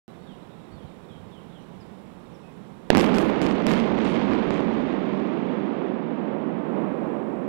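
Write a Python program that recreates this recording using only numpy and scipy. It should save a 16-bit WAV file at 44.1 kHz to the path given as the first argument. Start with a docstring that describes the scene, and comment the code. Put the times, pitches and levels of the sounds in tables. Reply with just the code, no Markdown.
"""A quiet day: far plant and traffic hum, a few birds sing, and puffs of air brush the microphone.
At 2.9 s distant demolition charges go off in a large steel-framed building. Shock fronts crack in quick
succession, overloading the microphone and pulling its gain control down, and their echoes merge into a
long roar. From 4.7 s the roar dies away with a few slight swells, duller the farther it travels.
Only the right channel is live."""
import sys
import numpy as np
from scipy import signal
from scipy.fft import rfft, irfft
from scipy.io import wavfile

SR = 44100
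rng = np.random.default_rng(int(sys.argv[2]) if len(sys.argv) > 2 else 0)


def file_out(sig):
    """Save sig as 16-bit WAV at sys.argv[1]."""
    # one column per channel
    cols = np.atleast_2d(sig).T
    # limit, then scale
    lim = np.clip(cols, -1, 1)
    pcm = np.round(lim * 32767).astype(np.int16)
    wavfile.write(sys.argv[1], SR, pcm)


N = 329868
TIME = np.arange(N) / SR
FIRST_CRACK_S, FIRING_ENDS_S = 2.903, 4.72


def first_crack(level_db=18, edge_hz=2600, push_ms=0.77, scatter_db=1.5, scatter_ms=2.2):
    """An N wave through open air: push falls into equal suction and snaps shut; steelwork roughens it."""
    ms = (TIME - FIRST_CRACK_S) * 1000
    t = ms / push_ms
    wave = from_db(level_db) * cut((1 - t) * (t >= 0) * (t < 2), edge_hz, "low", order=3)
    scatter = rms_one(cut(cut(rng.standard_normal(N), 1000, "high"), 3600, "low", order=4))
    burst = np.sqrt(np.sin(np.pi * np.clip(ms / scatter_ms, 0, 1)))
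    return wave + from_db(scatter_db) * scatter * burst


# The hard cracks, shock fronts and standout echoes:
# (time [s], level before filtering [dB], edge brightness [Hz], push length [ms])
CRACKS = [(2.9329, 16, 1200, 0.65), (2.9498, 27, 2750, 0.34), (2.957, 13, 2800, 0.32),
          (2.961, 16, 2500, 0.63), (2.9718, 24, 11400, 0.71), (2.9809, 20, 7500, 0.68),
          (2.991, 8, 6000, 0.83), (2.997, 13, 9500, 0.51), (3.0018, 1, 7000, .3), (3.0055, 7.5, 7000, 0.52),
          (3.0107, 10, 7000, 0.5), (3.0304, 6, 6000, 0.34), (3.043, 16, 3500, 0.41),
          (3.0637, 6, 5470, 0.34), (3.1016, 6, 2000, .5), (3.1428, 8, 5960, 0.5), (3.148, 4, 7460, 0.44),
          (3.1596, 6, 7500, 0.39), (3.1845, 16, 10500, 0.41), (3.2993, 18, 2340, 0.42),
          (3.4169, 15.5, 7600, 1), (3.452, 14, 2900, 1), (3.4658, 11, 6050, 0.34), (3.511, 17, 3030, 0.33),
          (3.6677, 19, 9500, .42), (3.6912, 4, 5570, 0.67), (3.716, 13, 7500, 0.42),
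          (3.7214, 16, 5000, 0.9), (3.737, 21.5, 5000, 0.41), (3.8006, 12, 3500, 0.3),
          (3.861, 9.5, 2600, 0.38), (3.9853, 11, 1800, 0.46), (3.989, 13, 2600, 0.62),
          (4.064, 15, 4500, 0.32), (4.1587, 13, 1500, .5), (4.2572, 10, 1400, 0.76), (4.298, 16, 1600, .5),
          (4.317, 16, 1700, 0.54), (4.335, 17.5, 1600, 0.4), (4.389, 10, 1390, 0.54),
          (4.5068, 18, 2200, 0.47), (4.5527, 5, 2290, 0.23), (4.6059, 18, 1500, 0.55),
          (4.711, 7, 1400, .45), (5.8178, 0, 1600, .4), (6.366, 3.5, 990, 0.53)]
def shocks(ground_lag_ms=0.38, ground_db=-9, boom_hz=192, boom_q=1.96):
    """Fronts arrive straight or off one wall: a push decays into weak suction; the ground repeats it."""
    out, ms = np.zeros(N), TIME[:SR // 50] * 1000
    for s, level_db, edge_hz, push_ms in CRACKS:
        pressure = (1 - ms / push_ms) * np.exp(-ms / push_ms)
        wave = from_db(level_db) * cut(pressure, edge_hz, "low", order=3)
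        add(out, s, wave)
        add(out, s + ground_lag_ms / 1000, from_db(ground_db) * wave)
    w = 2 * np.pi * boom_hz
    ringing_low_cut = signal.bilinear([1, 0, 0], [1, w / boom_q, w * w], SR)
    return signal.lfilter(*ringing_low_cut, out + 1e-18)


# Groups of charges, each a volley of reflections and a swell in the roar:
# (time [s], swell level [dB], swell treble tilt [dB/kHz], volley level [dB], volley brightness [Hz])
CHARGES = [(2.904, -7, 2, -12, 5000), (2.971, -7, 1, -9.5, 13800), (3.14, -1.5, 0.4, -9.5, 13900),
           (3.417, -1, 1, -7.5, 8800), (3.667, 5, 3, -7, 12000), (3.974, -6, 4.5, -23.5, 7000),
           (4.042, -3.5, 2.5, -14.5, 9400), (4.135, -7, 6, -23.5, 6000), (4.294, -2.5, 1.5, -21.5, 5500),
           (4.505, -10.5, 5.5, -16.5, 6950), (4.602, -11, -4, -30, 6000)]
def volleys(per_s=1000, hold_s=0.04, decay_s=0.061, push_ms=0.13):
    """Each blast trails a dying volley of thin reflections off the steel frame."""
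    out, t = np.zeros(N), TIME[:SR // 3]
    envelope = np.exp(-np.maximum(t - hold_s, 0) / decay_s)
    for s, _, _, volley_db, edge_hz in CHARGES:
        arrivals = (rng.random(len(t)) < per_s / SR) * rng.standard_normal(len(t)) * envelope
        add(out, s, from_db(volley_db) * signal.fftconvolve(arrivals, n_wave(push_ms, edge_hz)))
    return out


def n_wave(push_ms, edge_hz):
    """A thin click with rounded edges: a sudden push falls into suction, which ends more gently."""
    t = TIME[:SR // 50] * 1000 / push_ms
    return cut((1 - t) * np.exp(-(t / 2) ** 6), edge_hz, "low", order=3)


# The body of the roar, heavy in the low mids: (frequency [Hz], relative level [dB])
ROAR_EQ = [(30, -37), (70, -29.5), (110, -21), (160, -5), (210, 2), (330, -2.5), (500, -8.5), (750, -14.5),
           (1100, -18.5), (1500, -25), (2300, -28), (3500, -36.5), (7500, -68.5), (16000, -107.5)]
def roar(level_db, tilt, echoes_per_s=1300, spread_db=4, blur=0.92, blur_db_per_s=7,
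         tilt_limit_hz=5200, bass_edge_hz=354, bass_loss_db_per_s=1.5):
    """Countless echoes off steelwork, buildings and trees; late ones are smoother, duller and thinner."""
    late = np.maximum(TIME - FIRING_ENDS_S, 0)
    arrivals = (rng.random(N) < echoes_per_s / SR) * rng.choice([-1, 1], N)
    grains = rms_one(arrivals * random_sizes(spread_db))
    distinct = from_db(-blur_db_per_s * late)
    echoes = (distinct * grains + blur * rng.standard_normal(N)) / np.hypot(distinct, blur)
    hz, when, frames = signal.stft(coloured(echoes, ROAR_EQ), SR, nperseg=512)
    treble_khz = tilt_limit_hz * np.tanh(np.maximum(hz - 500, 0) / tilt_limit_hz) / 1000
    bass = 1 / (1 + (hz / bass_edge_hz) ** 6)
    treble_db = np.outer(treble_khz, np.interp(when, TIME, tilt))
    bass_loss_db = bass_loss_db_per_s * np.outer(bass, np.interp(when, TIME, late))
    return signal.istft(frames * from_db(treble_db - bass_loss_db), SR)[1][:N] * from_db(level_db)


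# Slight swells in the level of the fading roar: (time [s], level [dB])
TAIL_SWELLS = [(5.24, -16), (5.53, -17.5), (5.8, -20), (6.22, -27.5), (6.751, -19)]
def roar_contour(roll_db=-0.5, end_of_firing_tilt=0.94):
    """Level [dB] and treble tilt [dB/kHz] of the roar: swells ride on a long roll that the air dulls."""
    roll = from_db(roll_db) * rolling(start_s=2.95, rise_s=0.0091, sag_db_per_s=1.63, fade_db_per_s=6)
    power = roll ** 2 + sum(swell(s, level_db) for s, level_db in TAIL_SWELLS) + 1e-12
    late = TIME - FIRING_ENDS_S
    dulling = np.where(late < 0, 0.5, 2)   # dB/kHz per second, during and after the firing
    weighted_tilt = power * (end_of_firing_tilt - late * dulling)
    for s, level_db, tilt, _, _ in CHARGES:
        fresh = swell(s, level_db)
        power += fresh
        weighted_tilt += tilt * fresh
    arrived = np.where(TIME > FIRST_CRACK_S, power, 1e-12)   # no echo before the first front
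    return 10 * np.log10(arrived), weighted_tilt / power


def swell(s, level_db, rise_s=0.004, hold_s=0.054, fade_db_per_s=57.5):
    """Power of one swell in the roar: fast attack, short hold, fade."""
    age = np.maximum(TIME - s, 0)
    attack = 1 - np.exp(-age / rise_s)
    return (attack * from_db(level_db - fade_db_per_s * np.maximum(age - hold_s, 0))) ** 2


def rolling(start_s, rise_s, sag_db_per_s, fade_db_per_s):
    """Gain that builds up, sags while the charges fire and fades after the last one."""
    age, late = np.maximum(TIME - start_s, 0), np.maximum(TIME - FIRING_ENDS_S, 0)
    return (1 - np.exp(-age / rise_s)) * from_db(-sag_db_per_s * (age - late) - fade_db_per_s * late)


def crackle(level_db, tilt, per_s=90, mix_db=-22.5):
    """Fine crackling ticks ride on the loud roar and fade as it dulls."""
    ticks = (rng.random(N) < per_s / SR) * random_sizes(spread_db=3)
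    strength = from_db(mix_db + level_db + 6 * np.minimum(tilt, 0))
    return signal.fftconvolve(ticks * strength, n_wave(push_ms=0.14, edge_hz=7500))[:N]


def random_sizes(spread_db):
    """Random gains: mostly small, a few up to twice the spread louder."""
    return from_db(spread_db * np.minimum(rng.exponential(1, N), 2))


def rumble(level_db=-26, low_hz=35, top_hz=65):
    """A deep rumble, as from the overloaded microphone, lasts about two seconds under the roar."""
    deep = rms_one(cut(cut(rng.standard_normal(N), top_hz, "low", order=3), low_hz, "high"))
    envelope = rolling(CHARGES[0][0], rise_s=0.015, sag_db_per_s=1.5, fade_db_per_s=26.5)
    return from_db(level_db) * deep * envelope


# One bird's repeated falling slur: (time [s], level [dB], length [s], start pitch [Hz], end pitch [Hz])
BIRD_SLURS = [(0.263, -54, 0.088, 3790, 2790), (0.762, -59, 0.081, 3750, 2990),
              (1.085, -55.5, 0.089, 3650, 2980), (1.306, -55.5, 0.105, 3750, 2770),
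              (1.52, -55.5, 0.091, 3640, 2850)]
def slurring_bird(echo_s=0.021, echo_db=-9):
    """Raspy downward whistles, each with a slapback off a nearby tree line."""
    out = np.zeros(N)
    for s, level_db, length, start_hz, end_hz in BIRD_SLURS:
        slur = from_db(level_db) * whistle(length, start_hz, end_hz, arch=-0.02, rasp=0.025)
        add(out, s, slur)
        add(out, s + echo_s, from_db(echo_db) * slur)
    return out


# Short chirps from the trees around: (time [s], length [s], start pitch [Hz], end pitch [Hz], level [dB])
BIRD_CHIRPS = [(0.2, 0.08, 4350, 4330, -68), (.205, .07, 3650, 3800, -64), (.25, .05, 1580, 1590, -58),
               (.708, .05, 4300, 4450, -61.5), (.752, .03, 4400, 3950, -63), (1.6, .035, 5950, 5750, -69),
               (1.638, .025, 4800, 3950, -69), (1.8, 0.037, 5200, 4380, -58.5),
               (2.337, .028, 5750, 4850, -61), (2.43, 0.085, 2560, 2430, -56.5)]
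def chirping_birds(chatter_per_s=24, chatter_db=-63.5, fade_db_per_s=4):
    """Clear chirps over far chatter, which grows fainter and stops at the first blast."""
    out = np.zeros(N)
    for s, length, start_hz, end_hz, level_db in BIRD_CHIRPS:
        add(out, s, from_db(level_db) * whistle(length, start_hz, end_hz))
    for s in TIME[(rng.random(N) < chatter_per_s / SR) & (TIME < CHARGES[0][0])]:
        start_hz, end_hz = rng.normal(3740, 260, 2)
        add(out, s, from_db(chatter_db - fade_db_per_s * s) * whistle(0.045, start_hz, end_hz))
    return out


def whistle(length_s, start_hz, end_hz, arch=0.025, rasp=0.009):
    """A gliding note swells and fades; arch bends it mid-note and rasp shakes it, as shares of pitch."""
    u = np.linspace(0, 1, int(length_s * SR))
    bow = 1 - (2 * u - 1) ** 2
    unsteady = 1 + rasp * rms_one(cut(rng.standard_normal(len(u)), 230, "low"))
    hz = (start_hz + (end_hz - start_hz) * u) * (1 + arch * bow) * unsteady
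    return np.sqrt(bow) * np.sin(2 * np.pi * np.cumsum(hz) / SR)


def among_trees(song, wet_db=-4, decay_s=0.16):
    """Scattering among the trees smears the song into a short reverb."""
    tail = rng.standard_normal(SR // 2) * np.exp(-TIME[:SR // 2] / decay_s)
    return song + from_db(wet_db) * signal.fftconvolve(song, tail / np.linalg.norm(tail))[:N]


# The low bed of distant plant and traffic: (frequency [Hz], relative level [dB])
HUM_EQ = [(18, -27), (30, -17.5), (60, -20), (139, -11.5), (175, -4.5), (295, -12), (395, -13), (421, -14),
          (530, -15.5), (589, -19), (995, -21.5), (1680, -32), (3700, -38.5), (4500, -47), (5850, -61.5),
          (9900, -120)]
def far_hum(level_db=-41):
    """Far machinery and traffic blend into one steady, dark noise."""
    return from_db(level_db) * coloured(rng.standard_normal(N), HUM_EQ)


# The microphone's noise floor: (frequency [Hz], relative level [dB])
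HISS_EQ = [(3000, -2.5), (4500, -2.5), (5400, 5), (6500, -1.5), (7600, 4), (8500, -1), (11000, 0.5),
           (13000, -7.5), (15500, -6)]
def hiss(level_db=-67.5):
    """The microphone's own faint, steady noise."""
    return from_db(level_db) * coloured(rng.standard_normal(N), HISS_EQ)


# Soft wind bumps: (peak time [s], level [dB], bell-curve width [s])
AIR_PUFFS = [(0.747, -34.5, 0.023), (0.851, -37, 0.0078), (1.194, -43.5, 0.07), (1.816, -48, 0.073)]
def air_puffs():
    """Puffs of air buffet the microphone with brief low noise."""
    breeze = sum(from_db(db) * np.exp(-0.5 * ((TIME - s) / width) ** 2) for s, db, width in AIR_PUFFS)
    buffet = rms_one(cut(cut(rng.standard_normal(N), 115, "low", order=4), 155, "high"))
    return breeze * buffet


def from_db(db):
    """Decibels to gain."""
    return 10 ** (np.asarray(db) / 20)


def rms_one(x):
    """Scale to unit rms."""
    return x / np.sqrt(np.mean(x ** 2) + 1e-20)


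def cut(x, hz, kind, order=2):
    """Causal Butterworth low- or high-pass."""
    return signal.sosfilt(signal.butter(order, min(hz, 0.45 * SR), kind, fs=SR, output="sos"), x + 1e-18)


def coloured(x, spectrum):
    """Shape x with an EQ curve drawn on a log-frequency axis; rms 1."""
    hz, db = np.transpose(spectrum)
    bins = np.maximum(np.fft.rfftfreq(N, 1 / SR), 1)
    return rms_one(irfft(rfft(x) * from_db(np.interp(np.log(bins), np.log(hz), db)), N))


def add(track, s, sound):
    """Mix a sound in at time s."""
    at = int(s * SR)
    track[at:at + len(sound)] += sound[:N - at]


def scene(silent_until_s=0.08):
    """Everything reaches one microphone, wired to the right channel."""
    level_db, tilt = roar_contour()
    roaring = roar(level_db, tilt) + crackle(level_db, tilt) + rumble()
    background = far_hum() + hiss() + air_puffs()
    blasts = first_crack() + shocks() + volleys()
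    birds = among_trees(slurring_bird() + chirping_birds())
    mix = blasts + roaring + birds + background
    return np.array([np.zeros(N), mix * (TIME > silent_until_s)])


def overload(x, push_limit_db=3.5, suction_limit_db=2, knee=4, push_leak=0.25, flat_top_db=12):
    """The preamplifier saturates firmly on suction; part of a strong push gets by, up to a flat top."""
    limit = from_db(np.where(x > 0, push_limit_db, suction_limit_db))
    saturated = x / (1 + np.abs(x / limit) ** knee) ** (1 / knee)
    return np.minimum(saturated + push_leak * np.maximum(x - saturated, 0), from_db(flat_top_db))


def gain_control(x, ceiling_db, attack_s, release_db_per_s=9):
    """Suction peaks over the ceiling duck the gain; it creeps back slowly."""
    excess_db = np.maximum(20 * np.log10(np.maximum(-x, 1e-9)) - ceiling_db, 0)
    release_db = release_db_per_s * TIME
    duck_db = np.maximum.accumulate(excess_db + release_db) - release_db
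    pole = np.exp(-1 / (attack_s * SR))
    return x * from_db(-signal.lfilter([1 - pole], [1, -pole], duck_db))


def record(dry, top_hz=16000):
    """Overload, quick then slow gain control, a low cut, clipping at full scale and a top cut."""
    ducked = gain_control(overload(dry[1]), ceiling_db=-10.5, attack_s=0.00073)
    levelled = gain_control(ducked, ceiling_db=-14.5, attack_s=1)
    clipped = np.clip(cut(levelled, 20, "high", order=1), -1, 1)
    top_cut = signal.firwin(161, top_hz, fs=SR)
    return np.array([dry[0], signal.fftconvolve(clipped, top_cut, "same")])


dry = scene()
out = record(dry)
file_out(out)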